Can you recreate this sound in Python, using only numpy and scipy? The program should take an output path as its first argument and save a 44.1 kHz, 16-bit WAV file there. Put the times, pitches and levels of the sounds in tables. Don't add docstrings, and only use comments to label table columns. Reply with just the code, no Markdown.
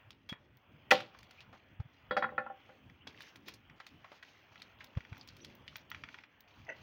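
import sys
import numpy as np
from scipy import signal
from scipy.fft import rfft, irfft, next_fast_len
from scipy.io import wavfile
from scipy.ndimage import uniform_filter1d, map_coordinates

SR = 44100
rng = np.random.default_rng(int(sys.argv[2]) if len(sys.argv) > 2 else 0)


def dump_mix(stems):
    frames = np.atleast_2d(stems).T
    limited = np.clip(frames, -1, 1)
    pcm = np.round(limited * 32767).astype(np.int16)
    wavfile.write(sys.argv[1], SR, pcm)


N = 301026
T = np.arange(SR // 2) / SR

# frequency in Hz, relative level in dB, T60 in seconds.
HOLLOW_MODES = [(887, -12.5, 0.061), (1438, 2, 0.022), (1923, 6.5, 0.016), (2317, 9, 0.0097),
                (2880, -12, 0.024), (3356, -9.5, 0.062), (4780, -13, 0.03), (5610, -11, 0.02)]
# start in seconds, length in seconds, level in dB.
HAND_STROKES = [(1.123, 0.29, -77), (1.528, 0.056, -75), (1.92, 0.044, -76.5), (2.554, 0.18, -76.5),
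                (3.071, 0.21, -64), (3.456, 0.045, -62.5), (3.757, 0.13, -73), (4.053, 0.19, -75.5),
                (4.222, 0.18, -72), (4.512, 0.106, -67.5), (4.787, 0.31, -73.5), (5.153, 0.36, -71.5),
                (5.662, 0.12, -69), (5.893, 0.3, -71.5), (6.471, 0.36, -73.5)]


def amp(db):
    return 10 ** (np.asarray(db) / 20)


def unit(x):
    return x / np.sqrt(np.mean(x ** 2) + 1e-20)


def along(points, hz):
    freqs, values = np.transpose(points)
    return np.interp(np.log(hz + 1), np.log(freqs), values)


def hump(hz, centre_hz, octaves):
    return (1 + (np.log2((hz + 1) / centre_hz) / octaves) ** 2 / 2) ** -2


def wobble(rate):
    knots = rng.standard_normal(int(N * rate / SR) + 4)
    return map_coordinates(knots, [np.arange(N) * rate / SR])


def stray(blur_hz, count):
    tremble = uniform_filter1d(rng.standard_normal((count, len(T))), size=64, axis=1)
    deviation_hz = blur_hz * unit(uniform_filter1d(tremble, size=48, axis=1))
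    return 2 * np.pi * np.cumsum(deviation_hz, axis=1) / SR


def patchy(depth_db):
    spectra = signal.stft(rng.standard_normal(N), nperseg=1024)[2]
    field = uniform_filter1d(rng.standard_normal(spectra.shape), size=8, axis=0)
    field = uniform_filter1d(field, size=9, axis=1)
    return signal.istft(spectra * amp(depth_db * unit(field)), nperseg=1024)[1][:N]


def filtered(x, gain):
    size = next_fast_len(len(x) + 8192)
    return irfft(rfft(x, size) * gain(np.fft.rfftfreq(size, 1 / SR)), size)[:len(x)]


def coloured(x, spectrum):
    return unit(filtered(x, lambda hz: amp(along(spectrum, hz))))


def add(track, start, sound):
    part = track[round(start * SR):][:len(sound)]
    part += sound[:len(part)]


def fade(t60, rise):
    return (1 - np.exp(-T / rise)) * np.exp(-np.log(1000) * T / t60)


def ring(modes, rise, scatter_db, colour=np.ones_like, length=1, blur_hz=0):
    hz, db, t60 = np.transpose(modes)
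    gains = amp(db + scatter_db * rng.standard_normal(len(hz))) * colour(hz)
    gains = gains / np.sqrt(np.sum(gains ** 2) / 2)
    phases = rng.uniform(0, 2 * np.pi, (len(hz), 1)) + stray(blur_hz, count=len(hz))
    return sum(gain * np.sin(2 * np.pi * f * T + phase) * fade(life * length, rise)
               for gain, f, phase, life in zip(gains, hz, phases, t60))


def fracture(centre_hz, octaves, rise, t60, grit_db=3):
    # frequency in Hz, gain in dB.
    colour = [(30, -25), (80, -4), (200, 0), (3500, 0), (5200, -3), (6500, -8), (8000, -18), (11000, -13),
              (14000, -14), (15300, -2), (16100, -10)]
    envelope = fade(t60, rise)
    unevenness = unit(uniform_filter1d(rng.standard_normal(len(T)), size=40))
    grit = amp(grit_db * np.clip(unevenness, -2, 2)) * rng.standard_normal(len(T))
    breaks = filtered(grit, lambda hz: hump(hz, centre_hz, octaves) * amp(along(colour, hz)))
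    return unit(breaks * envelope) * np.sqrt(np.mean(envelope ** 2))


def background():
    # frequency in Hz, relative spectral density in dB.
    rumble_spectrum = [(20, -18), (40, -9.5), (65, -4.5), (95, 0.5), (160, -5.5), (280, -6), (420, -15),
                       (600, -16), (1300, -53)]
    hush_and_hiss = [(200, -1), (450, 4), (800, 7.5), (1800, 5.5), (2800, 6), (3400, 2.5), (4200, -34),
                     (7000, -51), (13800, -31), (15200, -10.5), (16100, -16)]
    # time in seconds, relative rumble level in dB, relative level of hush and hiss in dB.
    levels = [(0.0, -67.5, -64), (0.2, -67.5, -73.5), (0.55, -73, -69), (1.15, -69.5, -64),
              (1.7, -70.5, -67.0), (2.7, -67, -64.5), (4.0, -70.5, -67), (4.5, -73.5, -64), (5.0, -67, -65),
              (5.85, -65.5, -66.5), (6.3, -70.5, -69), (6.83, -70, -63)]
    times, *columns = np.transpose(levels)
    rumble_db, upper_db = [np.interp(np.arange(N) / SR, times, column) for column in columns]
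    rumble = amp(2.5 * wobble(11)) * coloured(patchy(depth_db=3.5), rumble_spectrum)
    upper = amp(1.1 * wobble(7)) * coloured(patchy(depth_db=2.1), hush_and_hiss)
    return amp(rumble_db + 4) * rumble + amp(upper_db - 1.5) * upper


def cracks(splinters=3):
    # start in seconds, level in dB,
    # centre in Hz, width in octaves, T60 in seconds.
    impulses = [(0.1059, -42, 3300, 1.2, 0.013), (0.2899, -45.5, 2200, 2, 0.092),
                (0.3271, -35, 1010, 1.46, 0.011), (1.0037, -36.5, 1680, 1.26, 0.031),
                (1.147, -47.5, 1180, 0.97, 0.031), (1.188, -49, 4660, 1.4, 0.019),
                (1.230, -48.5, 4100, 1.73, 0.016), (1.3093, -49, 2680, 1.9, 0.026),
                (1.405, -50.5, 2980, 0.94, 0.078), (1.528, -51.5, 810, 1.18, 0.13),
                (3.0699, -44.5, 800, 1.4, 0.03), (3.073, -36.5, 3330, 0.88, 0.017),
                (3.206, -44, 2020, 1.8, 0.03), (3.2194, -46.5, 4040, 1.2, 0.024),
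                (3.3577, -48, 3320, 2.2, 0.031), (3.483, -38, 2317, 2.06, 0.036),
                (3.538, -50.5, 6380, 0.97, 0.046), (3.801, -44, 1336, 1.24, 0.053),
                (3.8655, -45.5, 2980, 1.64, 0.042), (4.044, -47, 1006, 1.02, 0.057),
                (4.1174, -45.5, 803, 1.2, 0.054), (4.227, -45, 1920, 1.33, 0.044),
                (4.619, -40.5, 3770, 0.91, 0.0209), (4.806, -46.5, 1830, 0.69, 0.081),
                (4.8424, -46, 3335, 3, 0.026), (5.2116, -48, 4610, 0.33, 0.026),
                (5.2752, -48, 5140, 1.3, 0.016), (5.287, -45, 4700, 0.63, 0.025),
                (5.3666, -50.5, 5000, 2.5, .019), (5.446, -43.5, 3990, 1.2, 0.036),
                (5.679, -40, 3040, 0.6, 0.024), (5.7569, -34.5, 2406, 1.3, 0.016)]
    out = np.zeros(N)
    for start, db, hz, octaves, t60 in impulses:
        ping = ring([(hz, 0, t60)], rise=0.000095, scatter_db=0, blur_hz=92.5) / octaves
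        hollow = ring(HOLLOW_MODES, rise=0.0003, scatter_db=3, blur_hz=70,
                      colour=lambda f: hump(f, hz, octaves))
        crack = fracture(hz, octaves, rise=0.00073, t60=t60)
        add(out, start, amp(db) * (amp(-1) * crack + amp(-12) * ping + amp(-4.5) * hollow))
        for delay, pitch, weakness in rng.random((splinters, 3)):
            splinter = fracture(hz * 2 ** (pitch - 0.3), octaves / 2, rise=0.0002, t60=0.012)
            add(out, start + 0.026 * delay, amp(db - 10.5 - 10 * weakness) * splinter)
    return out


def blade():
    # frequency in Hz, relative level in dB, T60 in seconds.
    modes = [(3333, 8.5, 0.11), (3840, -4.5, 0.27), (4150, -4.5, 0.051), (4340, -8, .16),
             (4690, -4.5, 0.09), (5140, -10, 0.077), (6600, -14, 0.032), (9000, -18.5, 0.08),
             (9530, -15.5, 0.075), (10150, -12, 0.085), (11100, -13, 0.1)]
    # start in seconds, level in dB, rise in seconds, centre in Hz, width in octaves.
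    strikes = [(0.2913, -39, 0.0036, 3270, 0.1), (2.110, -43.5, 0.001, 3480, 0.5),
               (2.168, -43, 0.00073, 5240, 0.63), (2.168, -69, .001, 9600, 0.2),
               (2.225, -49.5, 0.0009, 3900, 0.51), (2.380, -68, 0.0012, 4250, 0.16)]
    out = np.zeros(N)
    for start, db, rise, centre_hz, octaves in strikes:
        song = ring(modes, rise, scatter_db=1.5, colour=lambda hz: hump(hz, centre_hz, octaves), blur_hz=32)
        buzz = fracture(centre_hz, octaves / 2, rise, t60=0.11)
        add(out, start, amp(db) * (song + amp(-11) * buzz))
    return out


def bumps():
    # middle in seconds, envelope peak in dB, frequency in Hz, half length in seconds.
    jolts = [(0.325, -32, 173, 0.0019), (1.805, -28, 97, 0.0051), (1.86, -47, 127, 0.0068),
             (4.975, -22, 94.5, 0.0036), (5.1253, -35.5, 100, 0.0046)]
    out, t = np.zeros(N), T - T.mean()
    for middle, db, hz, half in jolts:
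        pulse = -np.sin(2 * np.pi * hz * t) / np.cosh(np.pi / 2 * t / half)
        scuff = fracture(centre_hz=574, octaves=1.5, rise=0.002, t60=0.048)
        add(out, middle - T.mean(), amp(db) * pulse)
        add(out, middle - half, amp(db - 18.5) * scuff)
    return out


def fibres():
    # start in seconds, level in dB.
    ruptures = [(.571, -59), (3.2236, -57.5), (3.4815, -50.5), (4.8442, -52), (5.1798, -55), (5.2759, -57),
                (5.552, -54.5), (5.7658, -42), (5.9023, -46.5), (6.406, -51)]
    out = np.zeros(N)
    for start, db in ruptures:
        click = fracture(centre_hz=15600, octaves=0.27, rise=0.0002, t60=0.015)
        tick = fracture(centre_hz=4140, octaves=1.0, rise=0.00038, t60=0.017)
        add(out, start, amp(db) * (click + amp(-3.5) * tick))
    return out


def chop(split_s=0.9105, split_db=-11):
    # start in seconds,
    # level in dB, centre in Hz, width in octaves, rise in seconds, T60 in seconds.
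    layers = [(.9066, -19, 2900, 1.5, 0.0044, 0.08), (.9195, -21, 1000, 0.68, 0.0011, 0.045),
              (.907, -34, 400, 1.5, 0.0018, 0.28), (.925, -34.5, 3000, 0.75, 0.0029, 0.27),
              (.915, -50, 130, 0.97, 0.004, 0.63)]
    # frequency in Hz, relative level in dB, T60 in seconds.
    skull_modes = [(1410, -4, 0.057), (1562, -13, 0.027), (1730, -6.5, 0.039), (1976, 0.5, 0.038),
                   (2505, 0.5, 0.027), (3286, -9, 0.05)]
    out = np.zeros(N)
    for start, db, hz, octaves, rise, t60 in layers:
        add(out, start, amp(db) * fracture(hz, octaves, rise, t60))
    add(out, split_s, amp(split_db) * ring(skull_modes, rise=0.0011, scatter_db=2, blur_hz=54.7))
    return out


def bite(start=0.9124, first_hz=3000, last_hz=1000, braking_s=0.005):
    hz = last_hz + (first_hz - last_hz) * np.exp(-T / braking_s)
    phase = 2 * np.pi * np.cumsum(hz) / SR + stray(blur_hz=140, count=1)[0]
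    out = np.zeros(N)
    add(out, start, amp(-3) * fade(t60=0.024, rise=0.003) * np.sin(phase))
    return out


def plank(contacts=3, gap_s=0.0098, loss_db=9.5, node_depth=0.76):
    # frequency in Hz, relative level in dB, T60 in seconds.
    modes = [(208, -10.5, 0.17), (327, -19, 0.7), (515, -1, 0.24), (585, -3.5, 0.18), (776.4, -5.5, .19),
             (799.6, 0, 0.13), (994, -7.5, 0.081), (1060, -7.5, 0.091), (1101, -8, 0.12), (1335, -3, 0.07),
             (1367, 1.5, 0.088), (1423, -5.5, 0.11), (1754, 0, 0.085), (1820, -2, 0.074),
             (1980, -3.5, 0.065), (1980, -4, 0.077), (2515, -11, 0.08)]
    # start in seconds, level in dB, centre in Hz, width in octaves, mode struck at its node
    # in Hz, relative crack level in dB, ring length as a share of the free ring.
    knocks = [(0.9182, -17, 710, 1.6, 900, -15, 0.65), (2.1096, -27, 653, 1.9, 790, -8, 0.81),
              (2.1666, -21.5, 1340, 1.3, 1060, -8.5, 0.52), (2.1739, -29, 680, 0.38, 1060, -8, 0.77),
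              (2.2238, -27, 1130, 1.06, 965, -8.5, 1), (2.2413, -23, 1320, 0.88, 1950, -15.5, 0.49),
              (2.290, -42.5, 1180, 2.7, 940, -11, 0.83), (2.322, -46, 550, 0.8, 1060, -22, 1),
              (2.3792, -26.5, 1446, 1.6, 980, -8.5, 1), (2.4629, -36.5, 1187, 0.78, 1860, -24, 0.69),
              (2.4998, -40, 896, 0.55, 1030, -43, 0.79), (2.692, -55, 642, 1, 1370, -1, 1)]
    out = np.zeros(N)
    for start, db, centre_hz, octaves, node_hz, crack_db, length in knocks:
        def excitation(hz):
            return hump(hz, centre_hz, octaves) * (1 - node_depth * hump(hz, node_hz, octaves=0.11))

        wood = ring(modes, rise=0.00076, scatter_db=-0.5, colour=excitation, length=length, blur_hz=11)
        clack = fracture(centre_hz, octaves=0.4, rise=0.00086, t60=0.031)
        thud = ring([(233, 0, 0.16)], rise=0.0021, scatter_db=0, blur_hz=60.1)
        add(out, start, amp(db) * (wood + amp(-6) * clack + amp(-22) * thud))
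        for k in range(contacts):
            crack = fracture(centre_hz=1580, octaves=0.39, rise=0.0004, t60=0.065)
            delay = k * gap_s * rng.uniform(0.75, 1.25)
            add(out, start + delay, amp(db + crack_db - k * loss_db) * crack)
    return filtered(out, lambda hz: 1 / (1 + (hz / 6500) ** 6))


def rustle(grip_s=0.017, let_go_s=0.049, hold_db=-84):
    t = np.arange(N) / SR
    level = amp(hold_db)
    # frequency in Hz, relative spectral density in dB.
    crust_spectrum = [(88, -28), (150, -6.5), (330, -2.5), (560, -9), (871, -6), (1560, -16.5), (2400, -2),
                      (6400, -13.5), (7500, -34), (8600, -39), (15500, -29)]
    for start, length, db in HAND_STROKES:
        build = np.clip((t - start) / grip_s, 0, 1)
        release = np.exp(-np.maximum(t - start - length, 0) / let_go_s)
        level = level + amp(db) * build * release
    clumps = amp(2.6 * wobble(22) + 2.2 * wobble(220))
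    return level * clumps * coloured(patchy(depth_db=2.2), crust_spectrum)


def crackle(pops_per_s=37, centre_hz=2416, spread_octaves=0.53, over_rub_db=11, spread_db=3):
    out = np.zeros(N)
    for start, length, db in HAND_STROKES:
        count = int(np.ceil(length * pops_per_s))
        delays = (np.arange(count) + rng.random(count)) / pops_per_s
        for delay, (force, pitch) in zip(delays, rng.standard_normal((count, 2))):
            hz = centre_hz * 2 ** (spread_octaves * np.clip(pitch, -2, 2))
            pop = fracture(hz, octaves=0.43, rise=0.00033, t60=0.021)
            ping = np.sin(2 * np.pi * hz * T) * fade(t60=0.012, rise=0.00049)
            add(out, start + delay, amp(db + over_rub_db + spread_db * min(force, 1)) * (pop + ping))
    return out


def chirps(half_s=0.0094, glide_hz_per_s=2500):
    # middle in seconds, relative level in dB, frequency in Hz.
    calls = [(1.391, -63, 2480), (3.022, -68.5, 2870), (5.423, -67, 5890)]
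    out, t = np.zeros(N), T - T.mean()
    envelope = np.exp(-(t / half_s) ** 2 / 2)
    for middle, db, hz in calls:
        phase = 2 * np.pi * (hz + glide_hz_per_s * t / 2) * t + stray(blur_hz=107, count=1)[0]
        add(out, middle - T.mean(), amp(db + 7) * np.sin(phase) * envelope)
    return out


def joint():
    # start in seconds, level in dB.
    slips = [(2.898, -49.5), (3.698, -49), (4.557, -44), (4.952, -51), (4.983, -54), (5.006, -44),
             (5.05, -46.5), (5.1287, -41.5), (5.1477, -51), (5.169, -45.5), (5.9156, -34), (5.947, -37),
             (6.0374, -35), (6.0873, -40), (6.143, -39), (6.1866, -40), (6.2373, -43.5)]
    out = np.zeros(N)
    for start, db in slips:
        hollow = ring(HOLLOW_MODES, rise=0.0003, scatter_db=1.5, blur_hz=70)
        tick = fracture(centre_hz=2070, octaves=0.68, rise=0.00049, t60=0.03)
        add(out, start, amp(db) * (hollow + amp(-9) * tick))
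    return out


def squeak():
    # frequency in Hz, relative level in dB, T60 in seconds.
    modes = [(608, -2.5, 0.033), (1460, -4.5, 0.01), (1974, 6, 0.025), (2680, -3, 0.056),
             (6070, -10, 0.022)]
    # start in seconds, length in seconds, level in dB, centre in Hz, width in octaves.
    slides = [(6.667, 0.0036, -56, 1726, 1.8), (6.682, 0.026, -49.5, 610, 0.44),
              (6.689, .014, -41, 2000, 1.5), (6.717, 0.012, -51, 1007, 1.8)]
    out = np.zeros(N)
    hz, mode_db, t60 = np.transpose(modes)
    attack = np.minimum(T / 0.001, 1)
    for start, length, db, centre_hz, octaves in slides:
        gains = amp(mode_db) * hump(hz, centre_hz, octaves)
        gains = np.sqrt(2) * gains / np.linalg.norm(gains)
        tones = np.sin(2 * np.pi * hz[:, None] * T + stray(blur_hz=85, count=len(hz)))
        release = np.exp(-np.log(1000) * np.maximum(T - length, 0) / t60[:, None])
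        rasp = unit(amp(2.5 * wobble(700)[:len(T)]))
        add(out, start, amp(db) * rasp * (gains @ (tones * attack * release)))
    return out


def yard(x, build_s=0.0045):
    # frequency in Hz, T60 in seconds.
    decay_times = [(150, 0.3), (600, 0.35), (2500, 0.22), (6000, 0.071), (12000, 0.11)]
    hz, t, spectra = signal.stft(rng.standard_normal(len(T)), SR, nperseg=256)
    decay = np.exp(-np.log(1000) * t / along(decay_times, hz)[:, None])
    tail = signal.istft(spectra * decay, SR, nperseg=256)[1][:len(T)]
    tail = tail * (1 - np.exp(-(T / build_s) ** 2))
    return signal.fftconvolve(x, tail / np.linalg.norm(tail))[:N]


def scene():
    blow = chop() + bite()
    wood = plank()
    head = cracks() + fibres() + joint() + crackle() + squeak()
    steel = blade()
    echo = yard(amp(-19.5) * blow + amp(-19) * wood + amp(-14) * head + amp(-12.5) * steel)
    return (blow + wood + head + steel + echo + rustle() + bumps() + chirps() + background())[None]


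def record(dry, low_hz=42, top_hz=16100):
    return filtered(dry[0], lambda hz: (hz < top_hz) * hz ** 4 / (hz ** 4 + low_hz ** 4))[None]


dry = scene()
out = record(dry)
dump_mix(out)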